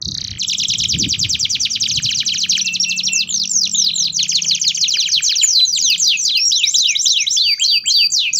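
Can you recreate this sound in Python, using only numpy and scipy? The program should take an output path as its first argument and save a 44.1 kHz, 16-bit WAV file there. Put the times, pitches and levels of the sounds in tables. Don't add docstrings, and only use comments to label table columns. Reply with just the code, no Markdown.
import sys
import numpy as np
from scipy import signal
from scipy.fft import rfft, irfft
from scipy.io import wavfile
from scipy.ndimage import uniform_filter1d

SR = 44100
rng = np.random.default_rng(int(sys.argv[2]) if len(sys.argv) > 2 else 0)


def unload_audio(sound):
    columns = np.transpose(np.atleast_2d(sound))
    steps = np.round(np.clip(columns, -1, 1) * 32767)
    wavfile.write(sys.argv[1], SR, steps.astype(np.int16))


N = 369999

# [length/ms, start f/Hz, end f/Hz, bend, onset level/dB, body level/dB, ending level/dB]
ARCH_TOP = [(11.17, 5400, 7650, 4.0, -16, 2, 10.5), (19.3, None, 7200, .6, 4, 4.5, 3),
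            (54.9, None, 4400, 1.35, 2.5, 1.5, 1.5), (25.7, 4200, 3800, .8, 2, -1.5, 1)]
FIRST_SYLLABLES = { "fall": ([(10.5, 7800, 7500, 0.6, 3, 6.2, 3.5), (15, None, 6000, 1.1, 11.6, 0.57, 0.36),
                   (None, None, 1900, 0.82, 0.48, 3, 1)], [dict(count=13, notes=[(.4677, 0.072, -22),
                   (.7719, 0.074, -22), (1.0781, 0.07, -22.5), (1.3878, .0804, -21.5),
                   (1.7099, 0.07, -24)])]), "hooked tick": ([(5, 2798.5, 3351, 1.5, -3, 13, -5),
                   (None, 3050, 1300, 1.1, 0, 0, -31)], [dict(count=9, notes=[(.198, .015, -33),
                   (.372, .015, -29)])]), "quick fall": ([(6, 7799, 7398.5, 1.07, 25, 1, 1),
                   (23, None, 4400, 0.95, -12.5, 1, -1.9), (None, None, 2100, 0.88, 0, 1.53, -11.5)],
                   [dict(notes=[(.383, 0.059, -21)]), dict(count=17, notes=[(1.7985, 0.047, -20),
                   (2.0955, 0.05, -19.5), (2.4023, 0.056, -20.5), (2.7252, .0506, -19.5),
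                   (3.0411, 0.057, -20)])]), "long fall": ([(10, 7700, 7550, 1.5, 7, -3.5, 0),
                   (None, None, 2200, .6, -1.6, 0.4, -7)], [dict(notes=[(3.274, .183, -17),
                   (3.489, 0.187, -17), (3.709, 0.2, -16.5), (3.9405, 0.146, -17.5)])]),
                   "straight fall": ([(None, 7700, 2300, .76, 2, 0.4, -7)],
                   [dict(notes=[(3.1205, 0.12, -16.5), (5.221, 0.14, -17)])]),
                   "bent fall": ([(7.5, 7401, 7309, 0, 2, -0.5, -11),
                   (50, None, 4900, 1.3, -7.5, -1.5, -3.3), (None, None, 2100, 0.83, 0, 3.6, -15.5)],
                   [dict(count=6, notes=[(4.1225, .13, -21.5), (4.9135, 0.13, -19)]),
                   dict(notes=[(5.0635, .135, -19.5)])]),
                   "fall and hold": ([(29, 7606, 7079, 0.76, -12, -2.5, 3),
                   (32, None, 6850, 0.79, 4, 3.5, 0), (104, None, 4100, 1.02, 1.5, -1, -1.1),
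                   (None, None, 4020, 8.6, -.7, .2, .2)], [dict(notes=[(5.4025, .252, -16)])]),
                   "arch": (ARCH_TOP + [(None, None, 2520, 1.6, 2.5, 2.2, .6)],
                   [dict(notes=[(5.748, .19, -18.5), (5.977, 0.19, -18), (6.2115, 0.19, -20),
                   (7.5945, 0.19, -20.5), (7.8575, 0.1921, -18), (8.101, 0.206, -20),
                   (8.357, 0.18, -15.5)])]),
                   "long arch": (ARCH_TOP + [(None, None, 2150, 1.5, 1.5, -1.5, -8)],
                   [dict(notes=[(6.4515, 0.23, -17), (6.716, 0.24, -17.5), (7.015, 0.24, -16.5),
                   (7.309, 0.24, -17.5)])]), }
SECOND_SYLLABLES = { "tick": ([(7, 7100.5, 5500, 1.5, -18, -8.5, -19),
                    (5.02, None, 3900, 1.1, -15, -1.1, 4.6), (None, None, 3300, 0.98, -2, -12.5, -10)],
                    [dict(count=10, notes=[(.0145, .017, -14.5), (.1565, .017, -14),
                    (.304, .017, -16.5)])]), "flick": ([(13, 7299, 5000, 1.8, -15, -11, 12),
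                    (None, 4400, 2850, 1.1, -22, -4.5, -11.5)], [dict(count=9, notes=[(.4287, 0.025, -8),
                    (.6319, 0.029, -7), (.8344, .028, -6.5)])]),
                    "deep flick": ([(25, 6949.5, 4198, 1.46, 13, -2.5, -12),
                    (None, 3600, 1630, .9, 0, 1.43, 3)], [dict(count=11, notes=[(4.1633, 0.045, -16.5),
                    (4.4814, 0.045, -15.5), (4.8113, .0412, -15.5)])]),
                    "plunge": ([(53, 6900, 4450, 1.35, -6, 4.2, 0), (None, 4250, 1400, .85, 1.6, 7.9, 1.9)],
                    [dict(count=10, notes=[(.885, 0.082, -20), (1.19, 0.077, -19.5), (1.491, .08, -19.5),
                    (1.799, 0.081, -19)])]), "fall": ([(58, 6800, 3750, 1.3, 0.83, 1.23, 1.5),
                    (None, 3450, 1300, .6, 1.7, 7.6, 9.2)], [dict(count=6, notes=[(1.91, .094, -17.5),
                    (2.49, 0.092, -17)]), dict(count=5, notes=[(4.8762, 0.098, -17.5),
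                    (5.3522, 0.093, -16.5)])]), "stepped fall": ([(51.5, 6900, 5900, 1.35, 5.5, -0.5, -1.5),
                    (19, None, 5550, 0.94, -0.5, -1.1, 0), (None, 5150, 1100, 0.42, 6.4, 1.5, 3)],
                    [dict(notes=[(5.474, .143, -17)]), dict(count=4, notes=[(5.65, 0.14, -15),
                    (6.171, .143, -16)])]), "high note": ([(5, 4302, 5500.5, 1.5, -18, -8, -7),
                    (None, None, 5650, 3.01, -1.2, -10, -13)], [dict(notes=[(2.796, 0.0559, -9.5),
                    (3.031, .063, -12)])]), "pip": ([(None, 4500, 5900, 7.04, -3, 0, -13)],
                    [dict(notes=[(2.608, 0.026, -14)])]),
                    "low note": ([(None, 2701, 2660, 1.094, -3.5, 0, -22)], [dict(notes=[(2.643, 0.13, -9),
                    (2.858, 0.14, -7.5), (3.093, 0.162, -9)])]),
                    "rise": ([(26, 2052.5, 3951, 2.3, -30, 6, 2), (7, None, 4950, 1.5, 0.55, -12, -6),
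                    (47, None, 6800, .75, -1.5, 0, 0), (None, 7000, 7100, 0.98, -15, -16, -22)],
                    [dict(notes=[(6.511, 0.095, -15), (6.624, 0.093, -14.5)]),
                    dict(count=6, notes=[(6.735, .09, -16), (7.260, .09, -15.5)])]),
                    "scoop": ([(None, 1300, 3261, 2.1, -20, .6, -2.8)], [dict(notes=[(7.578, .06, -12),
                    (7.838, .06, -12.5)])]), "flip": ([(None, 1500, 3500, 7.4, -20.5, 1.5, -9)],
                    [dict(notes=[(7.363, .035, -11)])]), "held note": ([(36, 3998, 4569, 1, -4, 0.5, -14),
                    (None, None, 4670, 2.1, -.6, -0.26, -.2)], [dict(notes=[(7.4, 0.143, -12.5),
                    (7.64, 0.148, -12), (7.9, .173, -11)])]),
                    "high held note": ([(21.5, 4012, 4201, 3, -14, 4, 5),
                    (None, 4600, 5600, 4.4, 5.4, -0.49, 1.6)], [dict(notes=[(6.347, .141, -16)])]),
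                    "hook": ([(8.5, 5208, 6848, 2.5, -4, -8, 3), (81.5, None, 3400, 1.4, -8, -6, -2.2),
                    (None, 3150, 2380, 1.6, -9, -3, -2)], [dict(notes=[(8.1185, .17, -8),
                    (8.329, 0.18, -10)])]), }
# [t/s, length/s, start f/Hz, end f/Hz, level/dB]
FIRST_TRILLS = [dict(count=3, bend=0.92, notes=[(.141, 0.01, 2501, 1203, -41),
                (.183, .011, 2697, 1299, -37)])]
SECOND_TRILLS = [ dict(count=9, bend=0.83, notes=[(3.272, 0.006, 3300, 2350, -14),
                 (3.340, 0.006, 5300, 2950, -12.5), (3.415, 0.0062, 5900, 3200, -14)]),
                 dict(count=15, bend=0.93, notes=[(3.434, 0.007, 6850, 4500, -13),
                 (3.5715, 0.0066, 6800, 4500, -13), (3.713, 0.0064, 6850, 4500, -13)]),
                 dict(count=15, bend=2.5, notes=[(3.768, 0.02, 2000, 4050, -17),
                 (3.927, 0.018, 2050, 4150, -16), (4.090, 0.02, 2114, 4200, -18)]),
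                 dict(count=1, bend=2.9, notes=[(3.741, 0.022, 2300, 3850, -10.5)]), ]
# [f/Hz, level/dB]
FIRST_THROAT = [(2300, 0.5), (2650, 5.5), (3250, 4.5), (3650, 4.5), (4150, 11), (4450, 8), (4650, -0.5),
                (4950, 11), (5250, -5), (5600, 10.5), (5800, 0.5), (6150, 10.5), (6800, -4), (7100, 7.5),
                (7700, -13)]
SECOND_THROAT = [(1700, -12.5), (2000, -24.5), (2400, -4.5), (2700, -9), (3200, 5.5), (3550, -1),
                 (3850, 5.5), (4150, 5), (4550, 2), (4800, 8), (5100, 2), (5600, 8.5), (5900, 4.5),
                 (6250, 7.5), (6700, -6), (7100, 19)]
# [multiple of the pitch, level/dB]
OVERTONES = [(2, -38), (3, -37.5)]
# [f/Hz, level/dB]
OVERTONE_LIFT = [(6500, 3.5), (8300, -2.5), (10500, 2), (12500, -8), (15200, 13.5)]
# [t60/s, near-wall level/dB, far-wall level/dB]
FIRST_SPACE = (0.17, -14.5, -79.5)
SECOND_SPACE = (0.35, -14.5, -33)
# [t/s, level/dB]
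WIND = [(0.0, -56), (0.08, -24.5), (0.19, -34.5), (0.38, -36.5), (0.44, -50), (0.71, -39), (0.84, -29),
        (0.91, -34), (0.95, -25), (1.08, -25), (1.13, -34), (1.27, -28), (1.47, -38.5), (1.7, -49),
        (1.98, -32), (2.6, -64)]
# [t/s, firing rate f/Hz, fifth order level/dB, sixth order level/dB]
ENGINE = [(.3, 37.09, -40.5, -53), (1.899, 38.76, -54, -46), (2.4, 35.89, -42.5, -45.5),
          (2.95, 36.3, -37.5, -49), (3.25, 36.8, -42, -44), (3.75, 34.5, -42, -42),
          (3.999, 32.0, -41.5, -45), (4.55, 29.9, -44, -42.5), (5.501, 29.04, -72, -66.5),
          (5.751, 33.36, -50.5, -51.5), (6.301, 33.23, -51, -54.5)]
# [t/s, level/dB]
KNOCKS = [(3.09, -49), (3.527, -52.5), (3.979, -47.5), (4.447, -47), (4.917, -47.5), (5.372, -51.5)]
# [f/Hz, level/dB per Hz]
HUM_COLOUR = [(30, -43), (90, -2.5), (167, -3), (225, -7.5), (544, -23.5), (1500, -30.5), (1950, -30),
              (3300, -120)]
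# [t/s, level/dB]
TOWN_LEVEL = [(0.0, -60.5), (1.68, -57.5), (4.6, -62), (5.6, -66.5), (6.8, -67), (7.3, -66.5),
              (8.39, -64.5)]

ACCENT_SHARPNESS = 5.13
BREAK_S, BREAK_DB = 0.0026, -16
LOUD_DB = -8.0
OVERTONE_GROWTH = 0.9
HASTE_HZ_PER_S = 90000
HEAD_TURN = 0.011
FAR_WALL_S = 0.35
OVERLOAD_AT = 5.2
CUTOFF_HZ = 15950


def bird(syllables, trills, throat):
    pitch, level = song_tracks(syllables, trills)
    hz = pitch * (1 + 0.004 * noise_band(12, 70))
    phase = 2 * np.pi * np.cumsum(hz) / SR
    flutter = from_db(1.3 * noise_band(50, 220))
    heard_hz = hz * (1 + HEAD_TURN * noise_band(0.95, 5.6))
    passed = from_db(at_hz(throat, heard_hz))
    tone = flutter * passed * np.sin(phase)
    tone += overtones(hz, phase, passed, level)
    high_notes_push_more_air = (hz / 5000) ** 0.59
    return level * (tone + breath(pitch) * high_notes_push_more_air)


def song_tracks(syllables, trills):
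    track = np.array([np.full(N, 3000.), np.zeros(N)])
    for glides, phrases in syllables.values():
        for phrase in phrases:
            notes = phrase["notes"]
            for start, length, level_db in spread(notes, phrase.get("count", len(notes))):
                add_note(track, start, length, syllable_shape(glides, length), level_db + rng.normal(0, 1.0))
    for trill in trills:
        for start, length, start_hz, end_hz, level_db in spread(trill["notes"], trill["count"]):
            shape = trill_shape(start_hz, end_hz, trill["bend"])
            add_note(track, start, length, shape, level_db + rng.normal(0, 1.2))
    return track


def overtones(hz, phase, passed, level):
    loudness = passed * level / from_db(LOUD_DB)
    total = np.zeros(N)
    for k, level_db in OVERTONES:
        patchy_db = 2.5 * noise_band(6.0, 110)
        gain = from_db(level_db + patchy_db + at_hz(OVERTONE_LIFT, k * hz))
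        growth = loudness ** (OVERTONE_GROWTH * (k - 1))
        below_limit = k * hz < .45 * SR
        total += passed * growth * gain * below_limit * np.sin(k * phase)
    return total


def breath(pitch):
    hiss = from_db(-38.5) * noise_band(14200, 15800)
    haste = np.clip(np.abs(np.gradient(pitch)) * SR / HASTE_HZ_PER_S, 0, 1)
    return hiss + haste * from_db(-40) * noise_band(9300, 14200)


def syllable_shape(glides, length):
    u = np.linspace(0, 1, num=40)
    rows, breaks = [], []
    begin, last_hz = 0, None
    for part_ms, start, end, bend, onset_db, body_db, ending_db in glides:
        part_s = length - begin if part_ms is None else part_ms / 1000
        if start and begin:
            breaks.append(begin)
        start_hz = start or last_hz
        hz = start_hz + (end - start_hz) * (1 - (1 - u) ** bend)
        onset_accent = (onset_db - body_db) * (1 - u) ** ACCENT_SHARPNESS
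        ending_accent = (ending_db - body_db) * u ** ACCENT_SHARPNESS
        rows += zip(begin + part_s * u, hz, body_db + onset_accent + ending_accent)
        begin, last_hz = begin + part_s, end
    t, hz, db = np.transpose(rows)
    db = db + sum(BREAK_DB * np.exp(-((t - s) / BREAK_S) ** 2) for s in breaks)
    return np.transpose([t / length, hz, db])


def trill_shape(start_hz, end_hz, bend):
    u = np.linspace(0, 1, num=9)
    glide = 1 - (1 - u) ** bend
    swell_db = -7 * (2 * glide ** bend - 1.45) ** 2
    return np.transpose([u, start_hz + (end_hz - start_hz) * glide, swell_db])


def add_note(track, start, length, shape, level_db):
    share, hz, db = np.transpose(shape)
    first, n = round(start * SR), round(length * SR)
    u = np.arange(min(n, N - first)) / n
    edge = np.clip(np.minimum(u, 1 - u) * length / 0.0029, 0, 1)
    fade = np.sin(edge * np.pi / 2) ** 2
    smooth_hz = uniform_filter1d(np.interp(u, share, hz), size=89, mode="nearest")
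    smooth_db = uniform_filter1d(np.interp(u, share, db), size=133, mode="nearest")
    track[0, first:first + n] = smooth_hz
    track[1, first:first + n] = from_db(level_db + smooth_db) * fade


def spread(rows, count):
    place = np.linspace(0, len(rows) - 1, count)
    return np.transpose([np.interp(place, np.arange(len(rows)), c) for c in np.transpose(rows)])


def terrace(x, t60, near_db, far_db):
    t = np.arange(SR // 2) / SR
    tail = noise_band(1300, 14500, len(t)) * from_db(-60 * t / t60) * (t > .003)
    late = noise_band(4000, 7000, len(t)) * np.exp(-((t - FAR_WALL_S) / 0.035) ** 2)
    near = from_db(near_db) * tail / np.linalg.norm(tail)
    far = from_db(far_db) * late / np.linalg.norm(late)
    return x + signal.fftconvolve(x, near + far)[:N]


def wind():
    level_db, = in_time(WIND)
    lumps = from_db(3.4 * noise_band(6, 22))
    low = band(noise_band(60, 150), 58, 400)
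    upper = band(noise_band(120, 300), 90, 310)
    upper_gain = from_db(4.0 * (level_db + 25.5))
    return from_db(level_db) * lumps * (low + upper_gain * upper)


def engine():
    fade_in = [(0.002, ENGINE[0][1], -82, -68.5)]
    fade_out = [(6.8, ENGINE[-1][1], -96.5, -82)]
    rate, fifth_db, sixth_db = in_time(fade_in + list(ENGINE) + fade_out)
    phase = 2 * np.pi * np.cumsum(rate) / SR
    waver = from_db(2.5 + 1.5 * noise_band(2, 9))
    return waver * (from_db(fifth_db) * np.sin(5 * phase) + from_db(sixth_db) * np.sin(6 * phase))


def knocks():
    t = np.arange(N) / SR
    burst = sum(from_db(db - 3.0) * np.exp(-((t - s - .03) / 0.075) ** 2) for s, db in KNOCKS)
    return burst * noise_band(210, 820)


def town():
    hz = np.maximum(np.fft.rfftfreq(N, 1 / SR), 10)
    hum = irfft(rfft(rng.standard_normal(N)) * from_db(at_hz(HUM_COLOUR, hz)), N)
    whir = from_db(-2.0) * noise_band(1190, 1330)
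    fluctuation = from_db(14.0 + 2.2 * noise_band(1.4, 7.4))
    level_db, = in_time(TOWN_LEVEL)
    return from_db(level_db) * (fluctuation * hum / np.std(hum) + whir)


def from_db(db):
    return 10 ** (np.asarray(db) / 20)


def in_time(rows):
    s, *columns = np.transpose(rows)
    return [np.interp(np.arange(N) / SR, s, c) for c in columns]


def at_hz(points, hz):
    point_hz, db = np.transpose(points)
    return np.interp(np.log(hz), np.log(point_hz), db)


def band(x, low_hz, high_hz):
    y = signal.sosfilt(signal.butter(2, [low_hz, high_hz], "band", fs=SR, output="sos"), x)
    return y / np.sqrt(np.mean(y ** 2))


def noise_band(low_hz, high_hz, n=N):
    return band(rng.standard_normal(n), low_hz, high_hz)


def scene():
    first = terrace(bird(FIRST_SYLLABLES, FIRST_TRILLS, FIRST_THROAT), *FIRST_SPACE)
    second = terrace(bird(SECOND_SYLLABLES, SECOND_TRILLS, SECOND_THROAT), *SECOND_SPACE)
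    second = signal.lfilter(*signal.iirnotch(5150, 14, fs=SR), second)
    return (first + second + wind() + engine() + knocks() + town())[None]


def record(dry):
    overloaded = OVERLOAD_AT * np.tanh(dry / OVERLOAD_AT)
    top_cut = signal.cheby2(22, 60, CUTOFF_HZ, fs=SR, output="sos")
    return signal.sosfilt(top_cut, .74 * overloaded)


dry = scene()
out = record(dry)
unload_audio(out)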